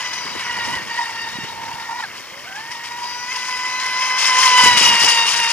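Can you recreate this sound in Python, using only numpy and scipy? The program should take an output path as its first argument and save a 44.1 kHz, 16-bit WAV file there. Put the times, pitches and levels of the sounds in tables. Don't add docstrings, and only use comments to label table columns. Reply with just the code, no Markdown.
import sys
import numpy as np
from scipy import signal
from scipy.fft import rfft, irfft, next_fast_len
from scipy.io import wavfile
from scipy.ndimage import uniform_filter1d

SR = 44100
rng = np.random.default_rng(int(sys.argv[2]) if len(sys.argv) > 2 else 0)


def store_wav(level_fs):
    pcm = np.round(np.clip(np.atleast_2d(level_fs), -1, 1) * 32767)
    wavfile.write(sys.argv[1], SR, pcm.T.astype(np.int16))


def ratio(d):
    e = np.asarray(d, float) / 20
    return 10 ** e


N = 243431
TIME = np.arange(N) / SR
PADDED = next_fast_len(N, real=True)

# (time [s], shaft rate [Hz])
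SHAFT_SPEED = [(0, 496.3), (.3, 490.1), (.62, 475.8), (.8, 463), (1.6, 462), (1.9, 460.8), (2.02, 489),
               (2.06, 371), (2.3, 258), (2.43, 298.3), (2.59, 434), (2.66, 461.7), (3.04, 480.7),
               (3.45, 501.2), (4.2, 510), (4.55, 501.8), (5.0, 466.4), (5.52, 461.6)]
# (time [s], level [dB], brightness [dB per octave], stern facing the shore [0-1], motor tones [dB])
WHINE_COURSE = [(0, -36, 3.5, 0.2, 1.5), (.3, -39.5, -5, 0.6, 14.5), (.55, -31, -1, 0.45, -6),
                (1.0, -33.5, -2, 0.35, -1), (1.3, -37.5, -3, 0.41, 4), (1.6, -36, -18.5, 0.5, 3),
                (2.04, -33, -3.5, 0, -2.5), (2.075, -52, 1, 0.1, -12), (2.29, -58, -6, 0.2, 6),
                (2.35, -47.5, -17, 0, -3.5), (2.5, -44, 4, 0.5, -6), (3.05, -35.5, -7, 0, 8),
                (3.7, -32, -1, 0.03, -1), (4.2, -23.5, -5.5, 0.22, 1.5), (4.62, -11.5, -11, .6, 1),
                (4.8, -25.5, -1, 0.75, 3), (5.2, -21.5, -7.5, 0.94, 2.5), (5.52, -26.5, -5.5, 0.82, -2)]
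# (multiple [1], level against the whine [dB], gain when astern [dB])
SHAFT_HARMONICS = [(1, -30.5, 5), (2, 0.5, -2), (3, -6, -6.5), (4, 4.5, -2), (5, -5, -10), (6, -9, 19),
                   (7, -42, 1), (8, -8, 7), (9, -53, -14), (10, -3, 2.5), (11, -14, -16), (12, -4, -8),
                   (14, -15, -14)]
# (time [s], roughness [0-1])
ROUGHNESS = [(0, .6), (.35, .58), (.5, .76), (1.05, .76), (1.15, .58), (1.3, .68), (2.05, .72), (2.3, .48),
             (2.75, .48), (3.0, .42), (4.4, .3), (5.52, .3)]
# (time [s], speed gain [share], length [s])
PROPELLER_SKIPS = [
    (.75, 0.047, 0.032),
    (1.0, 0.018, 0.066),
    (1.36, 0.044, 0.018),
    (2.478, 0.11, 0.034),
    (2.725, .07, 0.0098),
    (3.325, .06, .012),
    (4.44, 0.01516, 0.03082),
    (5.049, 0.046, 0.016),
    (5.389, 0.033, 0.0094),
]
# (time [s], gain [dB], length [s], extra gain of upper tones [dB])
BLADE_BITES = [(0.273, 3.5, 0.048, -7.5), (0.747, 1, 0.028, 2), (0.838, -20, 0.046, 2),
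               (0.918, 6.5, 0.0066, -5), (0.985, -0.5, 0.013, 2), (1.11, 4, 0.02, -12),
               (1.207, 0, 0.038, 3.5), (1.43, -7, 0.038, 13), (1.607, 6.5, 0.022, -3),
               (1.908, 6, 0.012, -7), (1.955, -5.5, .012, 5), (1.99, 7, 0.035, -8), (2.017, -21, 0.0047, 3),
               (2.113, 29.5, .012, 3), (2.426, -11, 0.027, 8), (2.59, 10, 0.018, -10.5),
               (2.668, 1, 0.013, -2.5), (2.722, 1, 0.015, 4.5), (3.05, 3.5, .06, -7.5),
               (3.309, -4, 0.02, 9.5), (4.244, -3.5, 0.038, 6.5), (4.506, -3, .02, -1), (4.59, 1, 0.019, 0),
               (4.683, 7, 0.011, -1), (4.745, 1, 0.011, -3), (4.91, 3.5, 0.025, -1.5),
               (5.048, -7, 0.019, 4), (5.11, -3, 0.025, 3.5), (5.31, -12, 0.037, 2.5)]
# (time [s], gain [dB], hold [s])
HULL_SLAMS = [(0, 6.5, 0.0079), (.13, 3.5, 0.021), (0.337, 1.5, 0.057), (0.65, 4.5, 0.016),
              (0.722, 2, 0.022), (0.988, 4.5, 0.016), (1.288, 3, 0.048), (1.43, 4, 0.061), (2.17, 6, .02),
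              (2.3, -2, .05), (2.558, 6, 0.016), (2.713, 11.5, 0.0083), (2.84, 7.5, 0.039),
              (2.966, 4, 0.12), (3.27, 3.5, 0.053), (3.361, 7.5, 0.011), (3.452, 4.5, 0.036),
              (3.67, 0.5, 0.018), (3.801, 6, 0.037), (3.996, 5.5, 0.066), (4.186, 9, 0.077),
              (4.386, 6, 0.082), (4.579, 6.5, 0.074), (4.774, 6, 0.091), (5.0, 5.5, 0.0523),
              (5.087, 5, 0.0515), (5.27, 6.5, 0.05), (5.364, 5, 0.035), (5.49, 5, .01)]
# (time [s], hiss [dB], body against hiss [dB])
SPRAY_COURSE = [(0, -36, 9.5), (.76, -32, 6), (.8, -37, 10), (1.0, -34.5, 5.5), (1.5, -39, 9),
                (2.03, -38, 5.5), (2.1, -42.5, 9.5), (2.7, -42, 9), (3.24, -38, 7), (3.5, -32.5, 5.5),
                (4.16, -31, 8.5), (4.3, -21.5, 5), (4.7, -18.5, 5), (5.0, -19, 5), (5.52, -24, 4.5)]
# (frequency [Hz], density [dB per Hz])
SPRAY_SPECTRUM = [(200, -29), (750, -14.5), (950, -3.5), (1400, -8.5), (2200, -2.5), (4000, 0), (5200, 7),
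                  (6500, -1.5), (8500, -10), (9500, -6), (11000, -13.5), (12800, -35), (14300, -21.5),
                  (15500, -55)]
# (time [s], peak [dB], pitch [Hz], left minus right [dB])
WIND_BUFFETS = [(0.253, -33, 339, 9), (0.26, -37, 305, 15), (0.352, -33.5, 417, 22), (0.36, -33.5, 306, 24),
                (1.351, -36, 159, -13), (1.385, -26, 250, -9), (1.411, -40, 148, -9.5),
                (1.434, -36, 148, -20), (1.445, -29.5, 430, 5), (1.736, -41, 141, -19),
                (4.635, -24.5, 225.7, -14), (4.659, -22, 363.5, 13), (4.81, -24, 369.7, -6),
                (5.039, -23, 406, -5)]
# (time [s], gain [dB], length [s], left minus right [dB])
WIND_GUSTS = [(.3, 9, 0.14, 2), (0.705, 13.5, 0.24, 1), (1.358, 5, 0.16, -2.5), (1.7, 3.5, 0.34, -9.5),
              (2.12, 1.5, 0.12, 9), (3.209, 3, 0.034, -4), (4.662, 12, 0.047, 11), (4.803, 17, 0.17, -9.5),
              (4.925, 9, .04, 10), (5.055, 12, 0.044, -8), (5.4, 6, 0.11, 9.5)]
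# (frequency [Hz], density [dB per Hz])
WIND_SPECTRUM = [(20, -33), (50, -12.5), (100, -4.5), (220, -2.5), (450, -6), (800, -8), (1500, -34)]
# (frequency [Hz], density [dB per Hz])
AIR_SPECTRUM = [(100, -12.5), (500, -2.5), (3000, -20), (5500, 2.5), (9000, -19), (12000, -18)]
# (frequency [Hz], same sound [dB], phase [rad], sound of its own [dB])
RIGHT_PORT_RESPONSE = [(350, 0, -.62, -3), (700, 2, -.96, -12), (2100, .6, -.52, -17),
                       (3100, 1.5, -1.32, -11), (4100, -9.5, -1.91, -17), (4900, -22, -1.95, -30),
                       (5500, -42, -2.6, -42), (6300, -13, -4.7, -18), (6900, -10, -5.46, -17),
                       (7600, -14, -5.9, -18), (8200, -30, -6.16, -26), (10000, -14, -3.84, -17),
                       (12500, -5, -3.4, -2), (14300, -18, -3.2, -10)]

COAST_DB = -20
CRUISE_HZ, SLOW_LOSS_DB = 482, -170
SKIP_LOSS_DB = -60
SLAM_RACE = 0.0015
MOTOR_FADING_DB = 3.5
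SLAM_RISE_S, SLAM_FALL_S = 0.0075, 0.054
SLAM_THINS = 0.57
NEAR_DIP_DB = -2
BREEZE_DB, BREEZE_PAN_DB = -52, -2.5
AIR_DB, MIC_HISS_DB = -42.5, -52.5
HISS_SHARED = 0.77


def shaft_speed():
    shaft_hz, = in_time(SHAFT_SPEED)
    planing = np.arange(N) > N // 2
    smooth_hz = uniform_filter1d(shaft_hz, size=SR // 6, mode="nearest")
    shaft_hz = np.where(planing, smooth_hz, shaft_hz)
    climbing = np.interp(TIME, [2.2, 2.3, 3.2, 3.3], [0, 1, 1, 0])
    shortfall = np.maximum(1 - shaft_hz / CRUISE_HZ, 0) * climbing
    racing = bumps(PROPELLER_SKIPS) + SLAM_RACE * uniform_filter1d(slams(), size=SR // 30)
    return shaft_hz * (1 + racing), shortfall


def propeller():
    shaft_hz, shortfall = shaft_speed()
    whine_db, bright_db, astern, motor_db = in_time(WHINE_COURSE)
    whine_db = whine_db + np.interp(TIME, [2.06, 2.075, 2.29, 2.32], [0, COAST_DB, COAST_DB, 0])
    motor_db = motor_db + SKIP_LOSS_DB * bumps(PROPELLER_SKIPS)
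    bright_db = bright_db + bumps([(s, upper_db, length) for s, _, length, upper_db in BLADE_BITES])
    slam_db = slams() - uniform_filter1d(slams(), size=SR // 3)
    rough = np.clip(in_time(ROUGHNESS)[0] + 0.05 * slam_db, 0.1, 0.95)
    turns = np.cumsum(shaft_hz * (1 + 0.00626 * rough * drift(34.76))) / SR
    bite_db = bumps([row[:3] for row in BLADE_BITES]) + 1.67 * rough * drift(47)
    whine = np.zeros(N)
    for multiple, db, astern_db in SHAFT_HARMONICS:
        is_motor = multiple > 6.5
        if multiple % 2:
            scattered = 0.6 * rough
        elif is_motor:
            scattered = rough * np.minimum(1.4 * rough, 1)
        else:
            scattered = rough
        smear_hz = 55 + 8 * multiple
        scatter = (drift(smear_hz) + 1j * drift(smear_hz)) / np.sqrt(2)
        swing = np.sqrt(1 - scattered ** 2) + scattered * scatter
        tone = np.exp(2j * np.pi * (multiple * turns + rng.random()))
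        level_db = whine_db + db + astern_db * astern
        level_db += bright_db * np.log2(np.clip(multiple / 2, 1, 2))
        level_db += (motor_db + MOTOR_FADING_DB * drift(4.4)) * is_motor
        level_db += SLOW_LOSS_DB * shortfall * (multiple not in (2, 4))
        level_db += bite_db + 3.8 * rough * drift(10.3)
        whine += ratio(level_db) * np.sqrt(2) * np.real(swing * tone)
    return whine, turns


def slams():
    total_db = np.zeros(N)
    for s, db, hold in HULL_SLAMS:
        corners = [s - SLAM_RISE_S, s, s + hold, s + hold + SLAM_FALL_S]
        total_db += np.interp(TIME, corners, [0, db, db, 0])
    return total_db


def spray(turns):
    hiss_db, body_db = in_time(SPRAY_COURSE)
    near = np.clip((hiss_db + 34) / 10, 0, 1)
    hiss_db = hiss_db + slams()
    body_db = body_db - SLAM_THINS * slams()
    droplet_gain = ratio(2.0 * np.minimum(rng.exponential(1, (2, N)), 3.5))
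    blade_pulse = 1 + 0.16 * np.cos(4 * np.pi * turns)
    water = rng.standard_normal((2, N)) * droplet_gain * blade_pulse
    water = rfft(rms_one(coloured(water, SPRAY_SPECTRUM)), PADDED)
    together_db = drift(13.6) + 1.26 * drift(105)
    hz = np.fft.rfftfreq(PADDED, 1 / SR)
    edges = [60, 700, 1300, 2300, 3300, 4600, 6400, 9000, 17000]
    out = np.zeros((2, N))
    for low, high in zip(edges, edges[1:]):
        band = irfft(water * ((hz >= low) & (hz < high)), PADDED)[:, :N]
        body = np.clip(np.log2(5000 / np.sqrt(low * high)), 0, 1.5)
        band_db = body * body_db + NEAR_DIP_DB * near * (low == 3300)
        flicker_db = 0.75 * together_db + 1.81 * drift(59)
        out += band * ratio(band_db + flicker_db)
    return ratio(hiss_db + 1.5) * out


def buffets():
    out, t = np.zeros((2, N)), np.arange(SR // 20) / SR
    for s, db, hz, pan_db in WIND_BUFFETS:
        cycles = hz * t
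        puff = -np.cos(2 * np.pi * (cycles - 0.6)) * np.exp(-((cycles - 0.8) / 0.69) ** 2)
        at = round(s * SR)
        out[:, at:at + len(t)] += ratio(db + 1.5 + panned(pan_db)) * puff
    return out


def wind():
    level_db = BREEZE_DB + bumps([(s, db, length) for s, db, length, _ in WIND_GUSTS])
    pan_db = BREEZE_PAN_DB + bumps([(s, side_db, length) for s, _, length, side_db in WIND_GUSTS])
    lumps_db = 2.5 * np.array([drift(37), drift(25)])
    gusts = rms_one(coloured(rng.standard_normal((2, N)), WIND_SPECTRUM)) * ratio(lumps_db)
    gusts[1] = coloured(gusts[1], [(70, 4.5), (180, -1)])
    return gusts * ratio(level_db + 1.84 + panned(pan_db))


def air():
    return ratio(AIR_DB) * rms_one(coloured(rng.standard_normal((2, N)), AIR_SPECTRUM))


def microphone_hiss():
    separate = rng.standard_normal((2, N))
    return ratio(MIC_HISS_DB) * (separate + HISS_SHARED * rng.standard_normal(N))


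def in_time(rows):
    s, *columns = np.transpose(rows)
    return [np.interp(TIME, s, column) for column in columns]


def over_hz(rows):
    hz, *columns = np.transpose(rows)
    grid = np.log(np.maximum(np.fft.rfftfreq(PADDED, 1 / SR), 1))
    return [np.interp(grid, np.log(hz), column) for column in columns]


def bumps(rows):
    return sum(height * np.exp(-((TIME - s) / length) ** 2) for s, height, length in rows)


def drift(rate_hz):
    pole = np.exp(-2 * np.pi * rate_hz * 8 / SR)
    noise = rng.standard_normal(N // 8 + 4002)
    slow = signal.lfilter([1], [1, -2 * pole, pole * pole], noise)[4000:]
    return np.interp(np.arange(N) / 8, np.arange(len(slow)), rms_one(slow))


def rms_one(x):
    return x / np.sqrt(np.mean(x ** 2) + 1e-20)


def panned(pan_db):
    return pan_db * np.array([[0.5], [-0.5]])


def filtered(x, response):
    return irfft(rfft(x, PADDED) * response, PADDED)[..., :N]


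def coloured(x, spectrum):
    return filtered(x, ratio(over_hz(spectrum)[0]))


def scene():
    whine, turns = propeller()
    left, other = spray(turns) + air()
    left = left + whine
    same_db, phase, own_db = over_hz(RIGHT_PORT_RESPONSE)
    right = filtered(left, ratio(same_db) * np.exp(1j * phase)) + filtered(other, ratio(own_db))
    return np.array([left, right]) + wind() + buffets() + microphone_hiss()


def band_limit(x):
    return signal.sosfilt(signal.butter(12, 15750, fs=SR, output="sos"), x)


def record(dry):
    rounded = dry / (1 + np.abs(dry / 0.9) ** 5) ** (1 / 5)
    top_cut = signal.cheby2(12, 60, 16500, fs=SR, output="sos")
    rumble_cut = signal.butter(2, 45, "high", fs=SR, output="sos")
    mix = signal.sosfilt(rumble_cut, signal.sosfilt(top_cut, rounded))
    return band_limit(mix)


dry = scene()
out = record(dry)
store_wav(out)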